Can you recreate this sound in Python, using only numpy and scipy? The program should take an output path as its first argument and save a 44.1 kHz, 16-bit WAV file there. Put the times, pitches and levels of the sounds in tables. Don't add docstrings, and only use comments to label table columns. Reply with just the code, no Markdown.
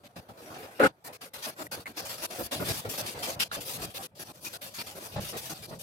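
import sys
import numpy as np
from scipy import signal
from scipy.fft import irfft
from scipy.io import wavfile
from scipy.ndimage import uniform_filter1d

SR = 44100
rng = np.random.default_rng(int(sys.argv[2]) if len(sys.argv) > 2 else 0)


def persist_wave(psi):
    counts = np.round(np.clip(psi, -1, 1) * 32767).astype(np.int16)
    wavfile.write(sys.argv[1], SR, np.atleast_2d(counts).T)


N = 256662
SLICE_S, FIRST_CUT_S, FADE_S = .042007, .035, .01
FFT_SIZE = 4096
HZ = np.fft.rfftfreq(FFT_SIZE, 1 / SR)

# time in seconds, level change before that time in dB.
SHARP_ONSETS = [(0.797, -13.5), (1.857, -21), (3.399, -7), (3.514, -19)]
def trowel(start, length, hiss_db, bright_db, steel_db, steel_hz, drone_db, drone_hz, thud_db, swell_db):
    swell = gain_of(np.linspace(-.5, .5, length) * swell_db)
    swell /= np.sqrt(np.mean(swell ** 2))
    t = start - FADE_S / 2 + np.arange(length) / SR
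    for land_s, quiet_db in SHARP_ONSETS:
        if t[0] < land_s < t[-1] - FADE_S / 2:
            swell[t < land_s] *= gain_of(quiet_db)
    scrape = sand(hiss_db, bright_db, length) + steel(steel_db, steel_hz, length)
    return scrape * swell + slab(drone_db, drone_hz, length) * swell ** 0.59 + thud(thud_db, length)


# start in seconds, hiss level in dB, swell across the slice in dB.
SCRAPES = [(0, -75, -3), (.035, -59, 5), (.077, -72.5, 8), (.119, -77.5, 1), (.161, -53.5, -11),
           (.203, -67.5, -1), (.245, -73, 0), (.287, -61.5, -12), (.329, -68.5, 2), (.37, -59, 4),
           (.412, -57.5, 2), (.455, -56.5, -1), (.497, -56, 1), (.538, -52.5, -3), (.581, -54.5, -1),
           (.623, -54, -2), (.665, -60.5, -5), (.707, -60.5, -2), (.749, -59, 1), (.793, -45, 1),
           (.833, -38, -3), (.874, -56.5, -28), (1.044, -47.5, 3), (1.085, -61.5, -15), (1.127, -52.5, -5),
           (1.211, -49, -3), (1.253, -53.5, -19), (1.337, -45.5, -12), (1.379, -51, -6), (1.42, -39, 10),
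           (1.463, -42.5, -3), (1.504, -57, -10), (1.548, -55, 29), (1.589, -46.5, 3), (1.631, -52.5, 4),
           (1.715, -40, -4.5), (1.757, -52, -8), (1.798, -53.5, -17), (1.841, -52.5, 18), (1.883, -55, -9),
           (1.925, -61, 19), (1.967, -39.5, 0), (2.009, -49, -5), (2.05, -43.5, -6), (2.093, -40.5, -6),
           (2.135, -45, -15), (2.177, -46, -2), (2.219, -37.5, 4), (2.26, -58, 5), (2.302, -45, -4),
           (2.345, -45.5, -1), (2.387, -42, -4), (2.43, -41.5, 3), (2.47, -61, -17), (2.513, -37, 0),
           (2.555, -43, -7), (2.597, -44.5, -1), (2.639, -39, 9), (2.681, -34, -1), (2.724, -40, 2),
           (2.765, -40, -2), (2.807, -52, -6), (2.849, -51.5, -14), (2.891, -38.5, -6), (2.933, -41, -8),
           (2.975, -36.5, -1), (3.018, -48, 3), (3.059, -39, -1), (3.101, -45.5, -7), (3.143, -52, 3),
           (3.184, -46.5, -7), (3.227, -36, -7), (3.269, -38.5, 3), (3.311, -44, -8), (3.352, -63.5, -4),
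           (3.395, -28.5, -4), (3.436, -49, -12), (3.479, -48, 14), (3.521, -39.5, 3), (3.563, -47.5, -13),
           (3.605, -43, -12), (3.647, -40.5, 11), (3.689, -39.5, -6), (3.731, -40.5, -1), (3.772, -48.5, 8),
           (3.814, -40, 0), (3.857, -53, -6), (3.899, -53, -18), (3.941, -41.5, 6), (3.982, -49.5, 1),
           (4.025, -44, -5), (4.109, -85, 0), (4.152, -56, 4), (4.192, -43.5, -1), (4.235, -54, 13),
           (4.277, -52.5, 0), (4.319, -58, 28), (4.361, -60, -5), (4.403, -49.5, 20), (4.445, -41, -5),
           (4.486, -52.5, 1), (4.529, -44, -4), (4.571, -70, -4), (4.613, -44.5, 0), (4.655, -47.5, -9),
           (4.697, -57, -1), (4.738, -44.5, 1), (4.781, -39.5, 3), (4.823, -53, 7), (4.865, -46, -7),
           (4.907, -51, -14), (4.949, -49, 5), (4.991, -49.5, 11), (5.033, -45.5, 3), (5.075, -53, -3),
           (5.117, -50, 1), (5.158, -50, -7), (5.202, -45, 2), (5.243, -43, -4), (5.285, -41, -12),
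           (5.326, -50, 2), (5.368, -40, -15), (5.411, -46, 3), (5.453, -43.5, -12), (5.495, -41, -10),
           (5.537, -50, 6), (5.579, -54, -7), (5.62, -47, -1), (5.663, -54, 19), (5.705, -56.5, 2),
           (5.747, -58, -18), (5.79, -46, 4)]
def scrapes(count):
    hiss_db, swell_db = np.full(count, -79.0), np.zeros(count)
    for start, *row in SCRAPES:
        i = slice_at(start)
        hiss_db[i], swell_db[i] = row
    return hiss_db, swell_db


# frequency in Hz, level in dB.
SAND_COLOUR = [(1470, -23), (2500, -3), (3600, 0), (3890, -2.5), (4550, 0), (7130, -8), (11800, -7.5),
               (14400, -11), (16000, -19.5)]
def sand(db, bright_db, length):
    tilt = gain_of(bright_db * np.log2((HZ + 1) / 7000))
    return noise(band(SAND_COLOUR) * tilt, db, length, rough_db=0.9, lump_samples=30)


# frequency in Hz, level in dB.
STEEL_COLOUR = [(700, -2), (1100, 3), (1600, 2), (2300, -0.5), (3100, -7), (4200, -7)]
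def steel(db, hz, length):
    ring = 1 + gain_of(-0.5) * resonance(hz, 190)
    return noise(band(STEEL_COLOUR) * ring, db, length, rough_db=0.48, lump_samples=80)


# start in seconds,
# hiss brightness in dB per # octave, steel level in dB, steel pitch in Hz.
COLOURED_SLICES = [(.035, -1.5, -61, 2530), (.161, 1, -54, 1650), (.538, -1.5, -53, 1360), (.793, 2, -31, 1420),
                   (.833, -1.5, -31.5, 1450), (.874, -2, -53.5, 1420), (1.044, 5.5, -51.5, 1230),
                   (1.253, 4.5, -57.5, 2000), (1.42, 0.5, -46, 1210), (1.463, 5, -48, 1310),
                   (1.631, 5, -58, 2740), (1.841, 4, -46.5, 2030), (1.925, -1, -62, 1830),
                   (2.26, 2.5, -73, 1390), (2.387, 6.5, -47.5, 1250), (2.43, 4, -54.5, 2850),
                   (2.47, -3, -63, 1850), (2.513, 2.5, -43, 3160), (2.555, 0, -54, 2660),
                   (2.891, 3, -52.5, 1800), (3.018, -2.5, -51.5, 1250), (3.143, 0, -50.5, 1250),
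                   (3.227, -0.5, -43, 2270), (3.395, -1, -39.5, 2580), (3.436, -1, -60, 2920),
                   (3.479, -3, -53, 1480), (3.521, 1.5, -43, 2630), (3.563, -1, -54.5, 1260),
                   (3.647, 4, -56, 2170), (4.152, 1.5, -70, 2090), (4.403, 4, -76, 1250), (4.697, 1, -74, 1380),
                   (4.781, -1.5, -46.5, 2280), (4.949, 4.5, -54.5, 1360), (5.158, -4, -47, 1280),
                   (5.285, 1.5, -58, 2590), (5.663, 1.5, -73, 1260), (5.747, -1, -70, 1360),
                   (5.79, 3, -63, 2800)]
def blade_colours(rubbed_db, drone_db, pitch_chance, bright_chance):
    shaken_db = drone_db - 10
    steel_db = add_levels(rubbed_db, shaken_db)
    steel_hz = np.where(rubbed_db > shaken_db, 2650, 1340) * 2 ** (0.11 * pitch_chance)
    bright_db = 2.33 + 0.4 * bright_chance
    for start, *row in COLOURED_SLICES:
        i = slice_at(start)
        bright_db[i], steel_db[i], steel_hz[i] = row
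    return bright_db, steel_db, steel_hz


# start in seconds, pitch in Hz, level in dB, rise in seconds,
# seconds to fade by 60 dB.
STONE_PINGS = [(1.564, 1500, -55, .002, 0.098), (1.667, 1940, -44, .001, 0.02),
               (1.858, 2080, -37, 0.00084, 0.024), (1.866, 2170, -34, 0.00085, 0.022),
               (3.515, 1390, -32.5, 0.00088, 0.027), (4.462, 2470, -38, .006, 0.067),
               (5.63, 2364, -48.5, 0.0037, 0.1)]
def pings(mix):
    for start, hz, db, rise_s, ring_s in STONE_PINGS:
        t = np.arange(round(ring_s * SR)) / SR
        envelope = np.clip(t / rise_s, 0, 1) * gain_of(-60 * np.maximum(t - rise_s, 0) / ring_s)
        place(mix, start, tone(hz, db - 0.5, len(t), waver_db=2.2) * envelope)


# time in seconds, drone under a medium scrape in dB, thud compared with the drone in
# dB, rubbed steel compared with the hiss in dB.
STEADY_WORK = [(0, -50, -4.5, -19), (.35, -46.5, -11, -4), (.64, -43, -10.5, -3), (.7, -49, -13, 1.5),
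               (1, -51.5, -10, -3), (2, -51.5, -8, -7), (3, -50.5, -8, -9), (3.7, -53, -6, -11.5),
               (4.4, -54, -6.5, -8.5), (5, -52, -4.5, -8.5), (5.8, -56.5, 0, -10.5)]
def rubbing_levels(starts, hiss_db):
    times, *columns = np.transpose(STEADY_WORK)
    drone_db, thud_offset_db, steel_offset_db = (np.interp(starts, times, column) for column in columns)
    medium_hiss_db = -46.5
    drone_db += 0.54 * (hiss_db - medium_hiss_db)
    return hiss_db + steel_offset_db, drone_db, drone_db + thud_offset_db


# frequency in Hz, level in dB.
SLAB_COLOUR = [(130, -26), (220, -4), (420, -4), (570, -1.5), (800, -5.5), (1200, -11.5), (2200, -36)]
def slab(db, hz, length):
    drone = noise(band(SLAB_COLOUR), db, length, rough_db=0.83, lump_samples=200)
    return drone + tone(hz, db - 6, length, waver_db=5.6)


# start
# in seconds, drone in dB, drone pitch in Hz, thud in dB.
SLAB_OWN_LEVELS = [(.161, -48, 247, -48), (.287, -50, 235, -53), (.497, -48, 320, -54.5), (.793, -33, 545, -63),
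                   (.833, -32, 537, -39), (.874, -50.5, 310, -60), (1.085, -49, 592, -61), (1.42, -52, 776, -73),
                   (1.463, -44, 638, -59), (1.589, -41.5, 629, -56), (1.631, -52, 300, -56),
                   (1.674, -68, 476, -59), (1.715, -44.5, 507, -55), (1.757, -46, 340, -49.5),
                   (1.883, -50, 237, -58), (1.967, -45, 317, -60), (2.009, -47.5, 538, -55),
                   (2.219, -43, 646, -56), (2.302, -45, 634, -58), (2.345, -46.5, 544, -58),
                   (2.387, -37, 494, -48), (2.43, -52.5, 667, -48.5), (2.513, -37.5, 551, -60),
                   (2.555, -42.5, 636, -44.5), (2.597, -34, 282, -38.5), (2.639, -44, 592, -44),
                   (2.681, -38.5, 659, -36), (2.724, -47, 251, -48.5), (2.765, -54, 226, -45.5),
                   (2.849, -38.5, 483, -40.5), (2.975, -41, 573, -57), (3.018, -45, 589, -45.5),
                   (3.143, -44, 482, -48.5), (3.184, -44.5, 719, -54), (3.269, -39, 524, -57),
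                   (3.311, -47.5, 673, -51), (3.352, -48, 584, -46.5), (3.395, -48, 469, -49),
                   (3.563, -42.5, 287, -45.5), (3.731, -50.5, 510, -50.5), (3.772, -46.5, 740, -46),
                   (3.814, -42.5, 671, -46), (3.857, -51.5, 303, -48.5), (3.982, -47, 784, -55),
                   (4.109, -67.5, 563, -61.5), (4.192, -49.5, 360, -54), (4.277, -51, 344, -55),
                   (4.361, -61, 512, -58), (4.445, -53, 359, -57), (4.571, -63, 720, -67),
                   (4.738, -66, 1020, -62), (4.781, -47.5, 937, -54), (4.949, -47, 388, -54),
                   (4.991, -50, 341, -60), (5.117, -52.5, 658, -48.5), (5.158, -38, 833, -34.5),
                   (5.202, -48, 338, -43), (5.243, -54, 592, -49), (5.326, -40, 466, -49),
                   (5.495, -44, 320, -47), (5.579, -57.5, 228, -52), (5.663, -50.5, 349, -54),
                   (5.705, -45.5, 639, -46.5), (5.747, -52.5, 525, -50)]
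def set_slab_levels(drone_db, drone_hz, thud_db):
    for start, *row in SLAB_OWN_LEVELS:
        i = slice_at(start)
        drone_db[i], drone_hz[i], thud_db[i] = row


# pitch in Hz, level in dB.
WOOD_NOTES = [(250, -5), (290, -4), (428, -5.5), (528, -2), (600, -31.5), (800, -15), (870, -10),
              (1300, -7), (1465, -1.5), (1575, -11), (1695, -8.5), (2090, -14), (2430, -17)]
# start in seconds, length in seconds, rise in seconds,
# level in dB, change of the notes in dB per octave away from 528 Hz.
KNOCK_PARTS = [(0.8, 0.025, 0.0031, -19, -12.5), (0.828, 0.036, 0.0052, -20, -2.5)]
def knock(mix):
    to_the_left = gain_of([[1.2], [-1.2]])
    for start, length_s, rise_s, db, slope_db in KNOCK_PARTS:
        length = round((length_s + FADE_S) * SR)
        notes = [(hz, note_db + slope_db * abs(np.log2(hz / 528))) for hz, note_db in WOOD_NOTES]
        ring = sum(tone(hz, note_db, length, waver_db=8.6) for hz, note_db in notes)
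        colour = sum(gain_of(note_db) * resonance(hz, 190) ** 2 for hz, note_db in notes)
        clatter = noise(colour, -5, length, rough_db=2.5, lump_samples=100)
        place(mix, start, faded(to_the_left * at_level(ring + clatter, db), rise_s))


# frequency in Hz, level in dB.
THUD_COLOUR = [(20, -31.5), (45, -3), (70, -4.5), (110, 3), (170, 1), (260, -15.5)]
def thud(db, length):
    room = 1 + gain_of(10.5) * (resonance(102, 25) + resonance(185, 30))
    return noise(band(THUD_COLOUR) * room, db, length, rough_db=0.32, lump_samples=400)


# frequency in Hz, likeness from 0 to 1.
MIC_LIKENESS = [(40, 1), (250, 0.86), (600, 0.8), (1200, 0.33), (4000, 0.17), (15000, 0.45)]
# frequency in Hz, left compared with right in dB.
MIC_BALANCE = [(60, -3), (110, 2), (200, 0), (380, 1.5), (700, -2), (1290, 0), (2380, 1.5), (4400, 0.5),
               (8120, 6.5), (15000, 2)]
# frequency in Hz, lead of the left side in radians.
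MIC_LEAD = [(0, -2), (690, 0.5), (1120, -3), (1720, -5), (2070, -3.5), (2500, 0), (3620, 5), (4570, -0.3),
            (5080, -2.5), (6120, 0.5), (6370, -1.5), (6800, 2), (16000, 0.5)]
def noise(colour, db, length, rough_db, lump_samples):
    a, b, c, d, echoes, patches = rng.standard_normal((6, len(HZ)))
    colour = colour * wobble(patches, 150, depth_db=1.5)
    colour = colour * wobble(echoes, 12, depth_db=2.9)
    likeness = curve(MIC_LIKENESS)
    left, unrelated = a + 1j * b, c + 1j * d
    right = likeness * left * np.exp(-1j * curve(MIC_LEAD)) + np.sqrt(1 - likeness ** 2) * unrelated
    lean = gain_of(curve(MIC_BALANCE) / 2)
    sound = irfft(np.array([left * lean, right / lean]) * colour, FFT_SIZE)[:, :length]
    lumps = wobble(rng.standard_normal(FFT_SIZE), lump_samples, rough_db, mode="wrap")
    return at_level(sound * lumps[:length], db)


def tone(hz, db, length, waver_db):
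    t = np.arange(length) / SR
    phase, waver_phase, rate, side = rng.random(4)
    unlikeness = 1 - np.interp(hz, HZ, curve(MIC_LIKENESS))
    lag = np.interp(hz, HZ, curve(MIC_LEAD)) + 2 * np.pi * unlikeness * (side - .5)
    level = gain_of(db + waver_db * np.sin(2 * np.pi * ((15 + 30 * rate) * t + waver_phase)))
    level /= max(abs(np.cos(lag / 2)), .5)
    return np.sqrt(2) * level * np.sin(2 * np.pi * (hz * t + phase) - np.array([[0], [lag]]))


def gain_of(db):
    return 10 ** (np.asarray(db) / 20)


def add_levels(a_db, b_db):
    return 10 * np.log10(gain_of(2 * a_db) + gain_of(2 * b_db))


def at_level(sound, db):
    return gain_of(db) * sound / np.sqrt(np.mean(sound.mean(axis=0) ** 2))


def wobble(draws, width, depth_db, mode="reflect"):
    smooth = uniform_filter1d(uniform_filter1d(draws, width, mode=mode), width, mode=mode)
    return gain_of(depth_db * smooth / smooth.std())


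def curve(points):
    hz, value = np.transpose(points)
    return np.interp(np.log(HZ + 1), np.log(hz + 1), value)


def band(points):
    return gain_of(curve(points)) * (HZ > points[0][0]) * (HZ < points[-1][0])


def resonance(hz, width_hz):
    return 1 / np.sqrt(1 + ((HZ - hz) / (width_hz / 2)) ** 2)


def faded(sound, rise_s):
    t = np.arange(sound.shape[1]) / SR
    return sound * np.clip(np.minimum(t / rise_s, t[::-1] / FADE_S), 0, 1)


def place(mix, start, sound):
    first = round((start + FADE_S) * SR)
    mix[:, first:first + sound.shape[1]] += sound


def slice_at(start):
    return round((start - FIRST_CUT_S) / SLICE_S) + 1


def plan_slices():
    count = slice_at(N / SR) + 1
    starts = np.maximum(FIRST_CUT_S + SLICE_S * (np.arange(count) - 1), 0)
    drone_chance, steel_chance, bright_chance = rng.standard_normal((count, 3)).T
    hiss_db, swell_db = scrapes(count)
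    rubbed_db, drone_db, thud_db = rubbing_levels(starts, hiss_db)
    drone_hz = 566 * 2 ** (0.259 * drone_chance)
    set_slab_levels(drone_db, drone_hz, thud_db)
    thud_db = add_levels(thud_db, -72.5)
    bright_db, steel_db, steel_hz = blade_colours(rubbed_db, drone_db, steel_chance, bright_chance)
    columns = [starts, hiss_db, bright_db, steel_db, steel_hz, drone_db, drone_hz, thud_db, swell_db]
    return np.transpose(columns)[starts < N / SR]


def scene():
    mix = np.zeros((2, N + SR))
    late_s = 0.00092
    rows = plan_slices()
    ends = [*rows[1:, 0], N / SR + FADE_S]
    for (start, *settings), end in zip(rows, ends):
        length = round((end - start + FADE_S) * SR)
        stroke = trowel(start + late_s, length, *settings)
        place(mix, start + late_s - FADE_S / 2, faded(stroke, FADE_S))
    knock(mix)
    pings(mix)
    return mix[:, round(FADE_S * SR):][:, :N]


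def record(dry):
    bass_hz, treble_hz = 40, 16000
    thinned = signal.lfilter(*signal.butter(2, bass_hz, "high", fs=SR), dry)
    treble_cut = signal.firwin(511, treble_hz, window=("kaiser", 9), fs=SR)
    return signal.oaconvolve(thinned, treble_cut[None], "same")


dry = scene()
out = record(dry)
persist_wave(out)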